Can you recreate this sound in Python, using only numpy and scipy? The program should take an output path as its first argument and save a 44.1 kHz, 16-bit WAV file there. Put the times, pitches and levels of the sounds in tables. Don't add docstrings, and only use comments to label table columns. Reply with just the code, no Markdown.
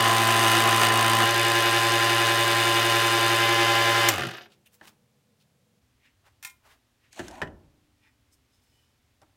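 import sys
import numpy as np
from scipy import signal
from scipy.fft import rfft, irfft
from scipy.io import wavfile
from scipy.ndimage import uniform_filter1d

SR = 44100
rng = np.random.default_rng(int(sys.argv[2]) if len(sys.argv) > 2 else 0)


def waveform_to_disk(signal):
    frames = np.transpose(np.atleast_2d(signal))
    scaled = np.clip(frames, -1, 1) * 32767
    samples = np.round(scaled).astype(np.int16)
    wavfile.write(sys.argv[1], SR, samples)


N = 412776
TIME = np.arange(N) / SR

FREE_HZ, SAG_HZ = 114.6, 1.14
MAINS_PULL_HZ = 120
POWER_OFF_S = 4.097

# (frequency [Hz], relative density [dB])
RATTLE_SPECTRUM = [(30, -25), (75, -21.5), (130, -13), (260, -12.5), (380, -2.5), (500, -6.5), (720, 1),
                   (950, -5.5), (1250, 1.5), (1800, 1.5), (2300, -2), (3000, 0), (4200, -6), (6000, -10.5),
                   (9000, -39.5)]
# (frequency [Hz], width [Hz], boost or cut [dB])
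FRAME = [(179, 2.5, 4.5), (342, 13, 9.5), (405, 29, 6), (558.5, 10, 8), (723, 16, 4.5), (811, 19, 5.5),
         (1205, 63, 1.5), (1385, 27, 3), (1690, 40, -3.5), (1744, 57, 3.5), (1819, 60, 2.5),
         (2220, 50.2, -3.5), (2440, 32, -4.5), (2540, 68, 4), (2760, 90, -3.5), (2890, 220, 5),
         (3200, 120, -5), (3660, 170, 3), (4080, 90, -6.5), (4190, 90, 0.5), (4670, 56, 0.5), (4760, 91, 4),
         (5270, 170, -2.5)]


def from_db(db):
    return 10 ** (np.asarray(db) / 20)


def rms_one(x):
    return x / np.sqrt(np.mean(x ** 2) + 1e-20)


def in_time(rows):
    s, *columns = np.transpose(rows)
    return [np.interp(TIME, s, column) for column in columns]


def at_hz(points, hz):
    table_hz, values = np.array(points).T
    return np.interp(np.log(hz + 1e-3), np.log(table_hz), values)


def onset(start_s, length_s):
    return np.clip((TIME - start_s) / length_s, 0, 1)


def spell(start_s, end_s, edge_s):
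    return onset(start_s - edge_s / 2, edge_s) * (1 - onset(end_s - edge_s / 2, edge_s))


def bump(s, scale_s):
    return np.exp(-((TIME - s) / scale_s) ** 2)


def hiss():
    return rng.standard_normal(N)


def drift(rate_hz):
    knots = rng.standard_normal(4096)
    return np.interp(TIME * rate_hz, np.arange(len(knots)), knots)


def band(x, low_hz, high_hz, order=2):
    edges_hz = [low_hz, min(high_hz, .45 * SR)]
    return signal.sosfilt(signal.butter(order, edges_hz, "band", fs=SR, output="sos"), x + 1e-18)


def colour(x, spectrum, size=8192):
    bins_hz = np.arange(size // 2 + 1) * SR / size
    magnitude = rms_one(from_db(at_hz(spectrum, bins_hz)))
    cepstrum = irfft(np.log(magnitude))
    cepstrum[1:size // 2] *= 2
    cepstrum[size // 2 + 1:] = 0
    return signal.oaconvolve(x, irfft(np.exp(rfft(cepstrum))))[:len(x)]


def resonate(x, hz, width_hz):
    r = np.exp(-np.pi * width_hz / SR)
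    poles = [1, -2 * r * np.cos(2 * np.pi * hz / SR), r * r]
    return signal.lfilter([(1 - r * r) / 2, 0, (r * r - 1) / 2], poles, x + 1e-18)


def resonances(x, table):
    return x + sum((from_db(db) - 1) * resonate(x, hz, width_hz) for hz, width_hz, db in table)


def clicks(times_s, levels_db):
    out = np.zeros(N)
    out[np.round(np.asarray(times_s) * SR).astype(int)] = from_db(levels_db)
    return out


def fade(impulses, decay_s):
    return signal.lfilter([1], [1, -np.exp(-1 / (decay_s * SR))], impulses + 1e-18)


def ring(impulses, hz, t60_s):
    r, w = from_db(-60 / (t60_s * SR)), 2 * np.pi * hz / SR
    return signal.lfilter([0, np.sin(w)], [1, -2 * r * np.cos(w), r * r], impulses + 1e-18)


def each_stroke(strokes):
    return np.flatnonzero(np.diff(np.maximum.accumulate(np.floor(strokes))) > 0)


def saw(slide=0.14, loose_slide=0.23):
    # (running free [relative dB], added in wood [dB], added with power off [dB],
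    # power of the speed that the level follows [-])
    rumble_law = (-33, 2, 0.5, 1.63)
    rattle_law = (-28, 0.1, -7, 1)
    slap_law = (-35.5, 1.5, -3.5, 1.74)
    # (time [s], time scale [s], added rumble [dB], clatter [dB], rasp [dB])
    snags = [(0.07, 0.04, 0, -1, 6), (0.5, 0.13, 2, 2, -1.5), (.657, 0.015, 5.5, -2, 6.5),
             (.688, 0.013, 6, -0.5, 4.5), (0.834, 0.025, 8, 3.5, 0), (0.909, 0.011, 5.5, -8, 1),
             (0.965, .03, 1.5, 0, 0.5), (1.22, 0.036, 4.5, -1, 3.5)]
    breakthrough_s, breakthrough_length_s = 1.235, 0.03
    let_go_s, let_go_slap_db = 3.42, -1.5

    load = 1 - onset(breakthrough_s, breakthrough_length_s)
    loose = onset(let_go_s - 0.04, 0.055)
    speed_hz = motor_speed(load)
    strokes = np.cumsum(speed_hz) / SR
    rumble_db = shake_db(rumble_law, speed_hz, load)
    rattle_db = shake_db(rattle_law, speed_hz, load)
    slap_db = shake_db(slap_law, speed_hz, load) + let_go_slap_db * loose
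    snag_db = 0
    for s, scale_s, low_db, clatter_db, teeth_db in snags:
        jerk = bump(s, scale_s)
        rumble_db = rumble_db + low_db * jerk
        rattle_db = rattle_db + clatter_db * jerk
        slap_db = slap_db + clatter_db * jerk
        snag_db = snag_db + teeth_db * jerk
    sliding = slide * (.1 + 0.899 * speed_hz / FREE_HZ)
    sliding = sliding + loose_slide * loose * (1 - onset(POWER_OFF_S, 0.03))
    clatter = rattle(strokes, speed_hz, load, rumble_db, rattle_db, snag_db)
    clatter = clatter + taps(strokes, speed_hz) + slaps(strokes, load, loose, sliding, slap_db) + jolts()
    tones = whine(strokes, speed_hz, load, loose) + shudder(strokes, speed_hz) + squeak(strokes)
    return tones + workshop(clatter, wet_db=-10.0)


def motor_speed(load):
    friction_hz_per_s, drag_time_s = 228, 0.71
    coasted_s = np.maximum(TIME - POWER_OFF_S, 0)
    friction_hz = friction_hz_per_s * drag_time_s
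    start_hz = FREE_HZ - SAG_HZ * load
    return np.maximum((start_hz + friction_hz) * np.exp(-coasted_s / drag_time_s) - friction_hz, 0)


def shake_db(law, speed_hz, load, release_s=0.026):
    free_db, wood_db, off_db, exponent = law
    speed_db = exponent * 20 * np.log10(speed_hz / FREE_HZ + 1e-4)
    return free_db + wood_db * load + off_db * onset(POWER_OFF_S, release_s) + speed_db


def whine(strokes, speed_hz, load, loose, waver=0.091, coast_fall=2.8, ripple=0.42):
    cutting_levels = dict([(1, -7), (2, -14.5), (3, -11), (4, -20), (5, -15.5), (6, -15.5), (7, -6),
                           (8, -15.5), (9, 0), (10, -13.5), (11, -12), (12, -13), (13, -16), (14, -21),
                           (15, -11.5), (16, -16), (17, -16.5), (18, -9.5), (20, -17.5), (22, -22),
                           (31, -27)])
    free_levels = [(1, -7), (2, -22.5), (3, -6), (4, -16), (5, -8.5), (6, -16.5), (7, -7.5), (8, -25),
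                   (9, -0.5), (10, -21), (11, -23), (12, -12), (13, -15), (14, -16), (15, -8.5),
                   (16, -14.5), (17, -12.5), (18, -10.5), (19, -25), (20, -13), (21, -23), (22, -15.5),
                   (24, -16), (25, -9.5), (26, -15), (27, -19), (29, -23.5), (30, -19), (31, -13),
                   (32, -21.5), (33, -18.5), (34, -21.5), (36, -17), (37, -23), (38, -21.5), (41, -26.5),
                   (43, -15.5), (45, -21.5), (48, -27.5)]
    let_go_levels = dict([(5, 2.5), (7, 2.5), (15, 0.5), (16, -6), (17, -6), (18, 6), (19, 4.5), (25, -1),
                          (27, 10.5), (33, -6.5), (36, -6), (41, 3.5), (45, 4.5)])
    # (multiple of the stroke rate [-], level running free [dB])
    magnetic_levels = [(3, -34), (5, -41), (7, -40.5), (8, -41), (10, -41), (12, -40.5), (14, -32),
                       (15, -39.5), (16, -39), (20, -38.5), (22, -37), (31, -38)]
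    cutting_trim_db, whine_trim_db, magnetic_wood_db = 3.5, -25, -3.0
    swell_s, swell_scale_s, swell_db = .572, .03, 11

    power = 1 - onset(POWER_OFF_S - 0.005, 0.011)
    pace = speed_hz / FREE_HZ
    slip = MAINS_PULL_HZ * TIME - strokes
    beat = np.exp(4j * np.pi * slip)
    out = np.zeros(N)
    for k, free_db in free_levels:
        cutting_db = cutting_levels.get(k, free_db - 5.0) + cutting_trim_db
        gain = load * from_db(cutting_db) + (1 - load) * from_db(free_db)
        gain = gain * from_db(loose * let_go_levels.get(k, 0))
        if k == 3:
            gain = gain * from_db(swell_db * bump(swell_s, swell_scale_s))
        shake = ripple * min(k / 24, 1) ** 2 * np.real(beat * np.exp(2j * np.pi * rng.random()))
        gain = gain * pace ** (coast_fall * k)
        phase = 2 * np.pi * (k * strokes + rng.random()) + shake + waver * (k / 9) ** 1.2 * drift(23)
        out += gain * (1 + waver * drift(25)) * np.sin(phase)
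    out *= from_db(whine_trim_db)
    for k, db in magnetic_levels:
        phase = 2 * np.pi * (round(k) * strokes + 2 * slip + rng.random()) + waver * drift(23)
        out += power * from_db(db + magnetic_wood_db * load) * np.sin(phase)
    return band(out, 90, 12000, order=7)


def rattle(strokes, speed_hz, load, rumble_db, rattle_db, snag_db, depth=0.22, bite=0.19, split_hz=2200):
    low_trim_db, high_trim_db, rasp_db, grain_db = 6.0, 2.5, -33.0, 2.5
    slowness = np.clip(2.1 * (1 - speed_hz / FREE_HZ), 0, 1)
    cutting_stroke = 1 + bite * load * np.cos(np.pi * (strokes - 0.75))
    stroke_pulse = 1 + (depth + 0.36 * slowness) * np.cos(2 * np.pi * (strokes - .7))
    pulsing = cutting_stroke * stroke_pulse * from_db(1.0 * drift(110))
    noise = rms_one(resonances(colour(hiss() * pulsing, RATTLE_SPECTRUM), FRAME))
    low = signal.sosfiltfilt(signal.butter(2, split_hz, fs=SR, output="sos"), noise)

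    teeth = hiss() * cutting_stroke ** 2 * from_db(grain_db * drift(400))
    rasp = resonate(teeth, 1075, 38) + .5 * resonate(teeth, 690, 45)
    rasp = rasp + 0.15 * resonate(teeth, 1900, 400) + 0.32 * resonate(teeth, 2900, 130)
    shaken = from_db(rumble_db + low_trim_db) * low + from_db(rattle_db + high_trim_db) * (noise - low)
    return shaken + from_db(rasp_db + snag_db) * load * rms_one(rasp)


def slaps(strokes, load, loose, sliding, slap_db, scatter_db=1.5, decay_s=0.0028, free_ring=0.5, size=600):
    # (frequency [Hz], relative density [dB])
    slap_spectrum = [(2650, -31.5), (4500, -11.5), (4870, -3.5), (5440, -14.5), (6500, 0), (7150, -2.5),
                     (7900, -3), (8700, -2.5), (9640, -6), (10300, -5), (13400, -7.5), (14500, -12.5),
                     (15600, -13.5), (15800, -19.5)]
    # (frequency [Hz], width [Hz], boost or cut [dB])
    table_top = [(5800, 200, -4.5), (6200, 300, 3), (7200, 400, -4), (8760, 390, 8), (9200, 180, 3),
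                 (9750, 310, -1), (12600, 370, 3.5), (13560, 300, 7), (14300, 500, -4)]
    # (start [s], end [s])
    bounce_spells = [(0.03, .63), (0.7, .87), (1.18, 1.25), (1.52, 3.4), (4.18, 4.55)]
    # (time [s], share of the stroke [-])
    forward_landing = [(0, .8), (.35, .7), (.65, .45), (1.15, .57), (1.5, .5), (1.8, .64), (2.1, .65),
                       (2.35, .54), (2.85, .82), (3.05, .46), (3.8, .7), (4.22, .45), (4.36, .58)]
    return_landing = [(0, .48), (.35, .45), (.66, .75), (1.5, .75), (1.65, .56), (3.1, .56), (3.35, .75),
                      (4.22, .45), (4.36, .58)]
    return_bouncing_db, return_held_db = -2.5, -14.5
    snap_db, wood_bright_db, clack_db, wood_clack_db = -9.0, 1.0, 4.0, 4.5
    alike_share = .45

    forward = each_stroke((strokes - in_time(forward_landing)[0]) / 2)
    back = each_stroke((strokes - 1 - in_time(return_landing)[0]) / 2)
    at = np.concatenate([forward, back])
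    bouncing = sum(spell(start_s, end_s, 0.04) for start_s, end_s in bounce_spells)
    return_db = return_held_db + (return_bouncing_db - return_held_db) * bouncing
    chance = rng.standard_normal((1024, 2))[:len(at)]
    times_s = np.maximum(TIME[at] + .00006 * chance[:, 1], 0)
    blows = clicks(times_s, return_db[at] * np.isin(at, back) + scatter_db * chance[:, 0])

    common_ring = rng.standard_normal(size) * np.exp(-TIME[:size] / decay_s)
    alike = signal.oaconvolve(blows, common_ring)[:N]
    snaps = alike_share * alike + (1 - alike_share) * fade(blows, decay_s) * hiss()
    bursts = snaps + sliding * hiss()
    gain = from_db(slap_db) / np.sqrt(uniform_filter1d(bursts ** 2, size=3000))

    bright = from_db(snap_db + wood_bright_db * load) * band(gain * snaps, 12000, 22000)
    clack = resonances(band(gain * bursts, 2500, 3800), FRAME)
    top = bright + colour(gain * snaps, slap_spectrum)
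    slither = colour(gain * (bursts - snaps), slap_spectrum)
    pressed = (free_ring + (1 - free_ring) * load) * (1 - loose)
    landed = pressed * resonances(top, table_top) + (1 - pressed) * top
    return landed + slither + from_db(clack_db + wood_clack_db * load) * clack


def taps(strokes, speed_hz, tap_db=-19.0, decay_s=0.0009, beat_db=2.5, low_hz=1400, high_hz=4200):
    at = each_stroke(strokes - .78)
    throb = np.cos(4 * np.pi * (MAINS_PULL_HZ * TIME - strokes))
    blows = clicks(TIME[at], tap_db + beat_db * throb[at]) * (speed_hz / FREE_HZ) ** 3
    return resonances(band(fade(blows, decay_s) * hiss(), low_hz, high_hz), FRAME)


def jolts(trim_db=-7.5, decay_s=0.0077, top_hz=3000):
    # (time [s], relative level [dB])
    s, db = np.transpose([(4.112, -23), (4.139, -19), (4.18, -18), (4.193, -21), (4.208, -23), (4.22, -21),
                          (4.235, -21), (4.25, -34), (4.286, -33), (4.312, -34), (4.349, -28), (4.383, -30),
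                          (4.409, -31), (4.458, -40)])
    bursts = fade(clicks(s, db + trim_db), decay_s) * hiss()
    return resonances(band(colour(bursts, RATTLE_SPECTRUM), 150, top_hz, order=1), FRAME)


def shudder(strokes, speed_hz, uneven_db=4.5, weak_hz=57, fall=3.2, low_hz=100):
    # (frequency [Hz], relative level [dB], t60 [s])
    bench_modes = [(128, -37, .24), (172, -40, .12), (232, -43.5, .14), (339.8, -43, 0.13)]
    at = each_stroke(strokes - .45)
    slowed = np.clip((FREE_HZ - SAG_HZ - speed_hz) / 35, 0, 1) ** 2
    force = slowed * np.clip(speed_hz / weak_hz, 0, 1) ** fall
    rings = np.zeros(N)
    for hz, db, t60_s in bench_modes:
        kicks = force * clicks(TIME[at], db + uneven_db * rng.standard_normal(len(at)))
        rings += ring(kicks, hz, t60_s)
    return band(rings, low_hz, 2000, order=4)


def squeak(strokes):
    start_s, end_s, squeak_hz, squeak_db = 4.345, 4.468, 11930, -59
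    sliding = spell(start_s, end_s, .012) * np.abs(np.cos(np.pi * strokes)) * (1 - onset(start_s, .16))
    return from_db(squeak_db) * sliding * np.sin(2 * np.pi * squeak_hz * TIME + .6 * drift(200))


def switches(snap_trim_db=-10.5, decay_s=0.0053, spring_s=0.016, low_hz=700):
    # (time [s], relative snap level [dB], spring level [dB], case level [dB])
    s, snap_db, spring_db, case_db = np.transpose([(4.087, -2, -47, -33), (6.427, -32.5, -53, -55),
                                                   (6.4348, -42, -62, -51), (6.4484, -24.5, -44, -43.5),
                                                   (6.467, -44, -63, -51), (6.474, -44, -64, -55),
                                                   (6.498, -43, -63, -70)])
    # (frequency [Hz], relative density [dB])
    snap_spectrum = [(250, -26.5), (550, -29), (1000, -8), (1500, -9.5), (2500, -1), (3100, -4),
                     (4400, -8.5), (7000, -4), (8700, -6.5), (10500, -8), (12500, -9.5), (15800, -12.5)]
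    # (frequency [Hz], width [Hz], boost or cut [dB])
    cavity = [(1760, 90, 6.5), (2475, 130, 4.5), (2850, 250, -9.5), (3870, 190, 4.5), (5643, 120, 5.5),
              (7250, 230, 4.5), (7650, 200, -8.5), (8620, 200, 7.5), (9700, 250, 3.5), (10600, 320, -8),
              (11730, 300, -8.5), (12050, 250, 8.5), (14000, 230, 7)]
    # (frequency [Hz], relative level [dB], t60 [s])
    case_modes = [(811, -11, .16), (1027, -7, 0.17), (1410, -2.5, 0.11), (1798, 1.5, 0.109),
                  (2132, -1, 0.16), (2420, -5.5, 0.18), (2579, -6.5, .18), (3160, -10.5, .15),
                  (3720, -9, 0.098), (5650, -12, 0.1383), (8980, -14, 0.15)]

    contact = fade(clicks(s, snap_db + snap_trim_db), decay_s)
    spring = fade(clicks(s, spring_db), spring_s)
    snap = colour((contact + spring) * hiss(), snap_spectrum)
    case = sum(ring(clicks(s, case_db + db) * np.sign(hiss()), hz, t60_s) for hz, db, t60_s in case_modes)
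    return band(resonances(snap, cavity) + case, low_hz, 19000, order=3)


def drag(sliding_groan_db=-54.0, grain_db=2.5, catch_s=0.012, uneven_db=2.5):
    # (frequency [Hz], relative density [dB])
    groan_spectrum = [(120, -29), (200, -10), (300, -3), (447, -20), (582, -16), (700, -4), (833, -9),
                      (1180, -9), (1520, -10), (2500, -17), (5500, -67)]
    hiss_spectrum = [(1180, -36), (2000, -11), (2500, -6), (2850, -9), (3550, -11), (4200, -9), (5000, -20),
                     (6400, -11), (7200, -13), (15000, -30)]
    # (start [s], end [s], relative level [dB], first pitch [Hz], last pitch [Hz])
    catches = [(7.171, 7.193, -46, 650, 780), (7.299, 7.334, -45, 678, 808), (7.337, 7.42, -48.5, 797, 870)]
    start_s, end_s, rise_s = 7.105, 7.42, 0.067
    first_hiss_db, fade_db_per_s = -51, 45

    touching = onset(start_s, rise_s) * (1 - onset(end_s, catch_s))
    slips = touching * rms_one(hiss() * from_db(grain_db * drift(350) + uneven_db * drift(60)))
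    hiss_db = first_hiss_db - fade_db_per_s * np.maximum(TIME - start_s - rise_s, 0)
    out = colour(slips * touching ** 2 * from_db(sliding_groan_db), groan_spectrum)
    out += colour(slips * from_db(hiss_db), hiss_spectrum)
    for from_s, to_s, db, from_hz, to_hz in catches:
        phase = 2 * np.pi * np.cumsum(np.interp(TIME, [from_s, to_s], [from_hz, to_hz])) / SR
        groan = drift(400) * np.sin(phase) + drift(400) * np.cos(phase)
        out += from_db(db) * spell(from_s, to_s, catch_s) * groan
    return out


def knocks():
    # (time [s], relative crack level [dB], panel level [dB], body level [dB], tick level [dB])
    s, crack_db, panel_db, body_db, tick_db = np.transpose([(4.662, -63.5, -75, -80, -58),
                                                            (4.812, -38, -58, -50.5, -66),
                                                            (7.129, -49, -65, -72, -43),
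                                                            (7.193, -27, -43, -33, -36),
                                                            (7.201, -28, -46, -34.5, -51),
                                                            (7.282, -39, -52, -48, -36),
                                                            (7.311, -51, -52, -65, -44),
                                                            (7.354, -42, -60, -63, -50),
                                                            (7.417, -15, -25, -38, -42),
                                                            (7.425, -36, -39, -31.5, -60),
                                                            (7.431, -32, -42, -38, -58),
                                                            (7.474, -37.5, -54, -57, -63),
                                                            (9.217, -53, -59, -56, -55)])
    # (frequency [Hz], relative density [dB])
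    crack_spectrum = [(300, -26), (650, 2.5), (850, -1), (1200, -6), (1600, 3.5), (1850, 4), (2300, -14),
                      (2650, -9.5), (3000, -3.5), (3500, -16.5), (7000, -28), (15000, -43)]
    thud_spectrum = [(25, -29), (55, -11), (115, -7), (175, 0.5), (230, -4.5), (320, 6), (470, -11),
                     (750, -1.5), (1200, -33), (2600, -59)]
    # (frequency [Hz], relative level [dB], t60 [s])
    table_modes = [(53.7, -17, 0.83), (88, -18, 0.65), (125.4, -21, 0.4), (166.8, -8, 0.31),
                   (260, -13, 0.31), (306, -4.5, 0.62), (298, -22, 3.2), (314, -33, 2.45), (351, -3, 0.25),
                   (633, -13, 0.36), (727, -15, 0.33), (822, 0, 0.28), (1000, -5, 0.13), (1340, -21, .21),
                   (1570, -4, 0.12), (1763, 11, 0.031), (1640, -5, .16), (1850, -14, 0.2),
                   (1970, -20, 0.24)]
    hard_db, ring_trim_db = -10.5, -11.0

    def burst(levels_db, decay_s):
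        return fade(clicks(s, levels_db), decay_s) * hiss()

    out = colour(burst(crack_db - 6.5, 0.006), crack_spectrum)
    out += band(burst(tick_db + 2.5, 0.0033), 2300, 8600)
    out += colour(burst(body_db - 1.0, 0.013), thud_spectrum)
    out += band(burst(body_db + 5.0, 0.075), 39, 105)
    out += resonances(band(burst(body_db - 21, 0.14), 270, 1030), FRAME)
    for hz, db, t60_s in table_modes:
        drive_db = body_db if hz < 450 else panel_db if hz < 1100 else crack_db + hard_db
        levels_db = drive_db + db + ring_trim_db + rng.normal(0, 1.7, len(s))
        out += ring(clicks(s, levels_db), hz, t60_s) * rng.choice([-1, 1])
    return out


def rubs(table, grain_db=3.5, size=32768):
    out, hz = np.zeros(N), np.arange(1, size // 2 + 2) * SR / size
    for s, scale_s, db, centre_hz, octaves in table:
        shape = 1 / (1 + (np.log2(hz / centre_hz) / octaves) ** 2)
        noise = rms_one(irfft(shape * rfft(rng.standard_normal(size))))
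        swell = 1 / (1 + ((TIME - s) / scale_s) ** 2 / 4) ** 2
        out += from_db(db) * np.resize(noise, N) * swell
    return out * rms_one(from_db(grain_db * drift(700)))


def hands():
    # (time [s], time scale [s], relative level [dB], centre [Hz], half width [octaves])
    brush_rows = [(4.526, 0.013, -61.5, 2980, 0.78), (4.669, 0.0053, -58, 2630, 0.31),
                  (4.669, 0.0054, -60, 9000, 1.1), (4.745, 0.01, -58, 6000, 4.8),
                  (4.857, 0.021, -56, 1000, 1.5), (4.881, 0.008, -49, 2000, 1.7),
                  (5.415, 0.0092, -66, 3440, 0.9), (6.06, 0.019, -61.5, 2220, 0.47),
                  (6.272, 0.012, -58, 980, 0.98), (6.666, 0.015, -59, 885, 1.2),
                  (6.716, 0.022, -59, 1380, 1.3), (7.057, 0.025, -68, 2170, .6),
                  (9.23, 0.0066, -57, 770, 0.49)]
    grip_rows = [(8.038, 0.01, -69, 2420, 0.54), (8.068, 0.018, -66, 1930, 0.57),
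                 (8.336, 0.0096, -63.5, 7000, 0.77), (8.55, 0.022, -73, 5000, 0.85),
                 (8.64, .01, -73, 7950, 1.0), (8.75, 0.1, -75, 5000, 1.3), (8.805, .05, -73, 2990, .03)]
    # (frequency [Hz], width [Hz], boost [dB])
    hammer_body = [(883, 50, 19), (1910, 60, 13), (2390, 100, 10.5), (3530, 70, 10), (5170, 143, 11),
                   (8150, 150, 6)]
    return rubs(brush_rows) + resonances(rubs(grip_rows), hammer_body)


def workshop(x, wet_db=-12.5, size=32768):
    # (frequency [Hz], t60 [s])
    decay_times = [(100, 1), (400, .5), (1500, 0.22), (5000, 0.14), (14000, 0.27)]
    t, edges_hz, tail = TIME[:size], np.geomspace(40, 18000, num=10), 0
    for low_hz, high_hz in zip(edges_hz, edges_hz[1:]):
        t60_s = at_hz(decay_times, np.sqrt(low_hz * high_hz))
        tail = tail + band(rng.standard_normal(size), low_hz, high_hz) * np.exp(-np.log(1000) * t / t60_s)
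    tail *= t > .004
    return x + from_db(wet_db) * signal.oaconvolve(x, tail / np.linalg.norm(tail))[:N]


def room_tone():
    # (frequency [Hz], relative density [dB])
    early_air = [(40, -32), (80, -7.5), (130, -1), (210, -6.5), (300, -17), (480, -14.5), (700, -18.5),
                 (1200, -24), (3000, -25), (8000, -29.5), (15800, -35)]
    late_air = [(25, -14), (65, 0.5), (120, 1), (180, -15), (250, -4.5), (320, -12.5), (450, -16),
                (1000, -19), (3000, -20.5), (8000, -27.5), (15800, -33)]
    # (frequency [Hz], width [Hz], boost [dB])
    drone_peaks = [(216.5, 6, 10.5), (487, 7, 12)]
    air_db = -68.5
    late = np.interp(TIME, [5.79, 5.82], [0, 1])
    drone = resonances(colour(hiss(), early_air), drone_peaks)
    return from_db(air_db) * ((1 - late) * drone + late * colour(hiss(), late_air))


def scene():
    handling = knocks() + drag() + hands()
    mono = saw() + workshop(switches() + handling) + room_tone()
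    return np.array([mono, mono])


def record(dry):
    cutoff_hz = 15900
    return signal.sosfilt(signal.ellip(12, .1, 80, cutoff_hz, fs=SR, output="sos"), dry)


dry = scene()
out = record(dry)
waveform_to_disk(out)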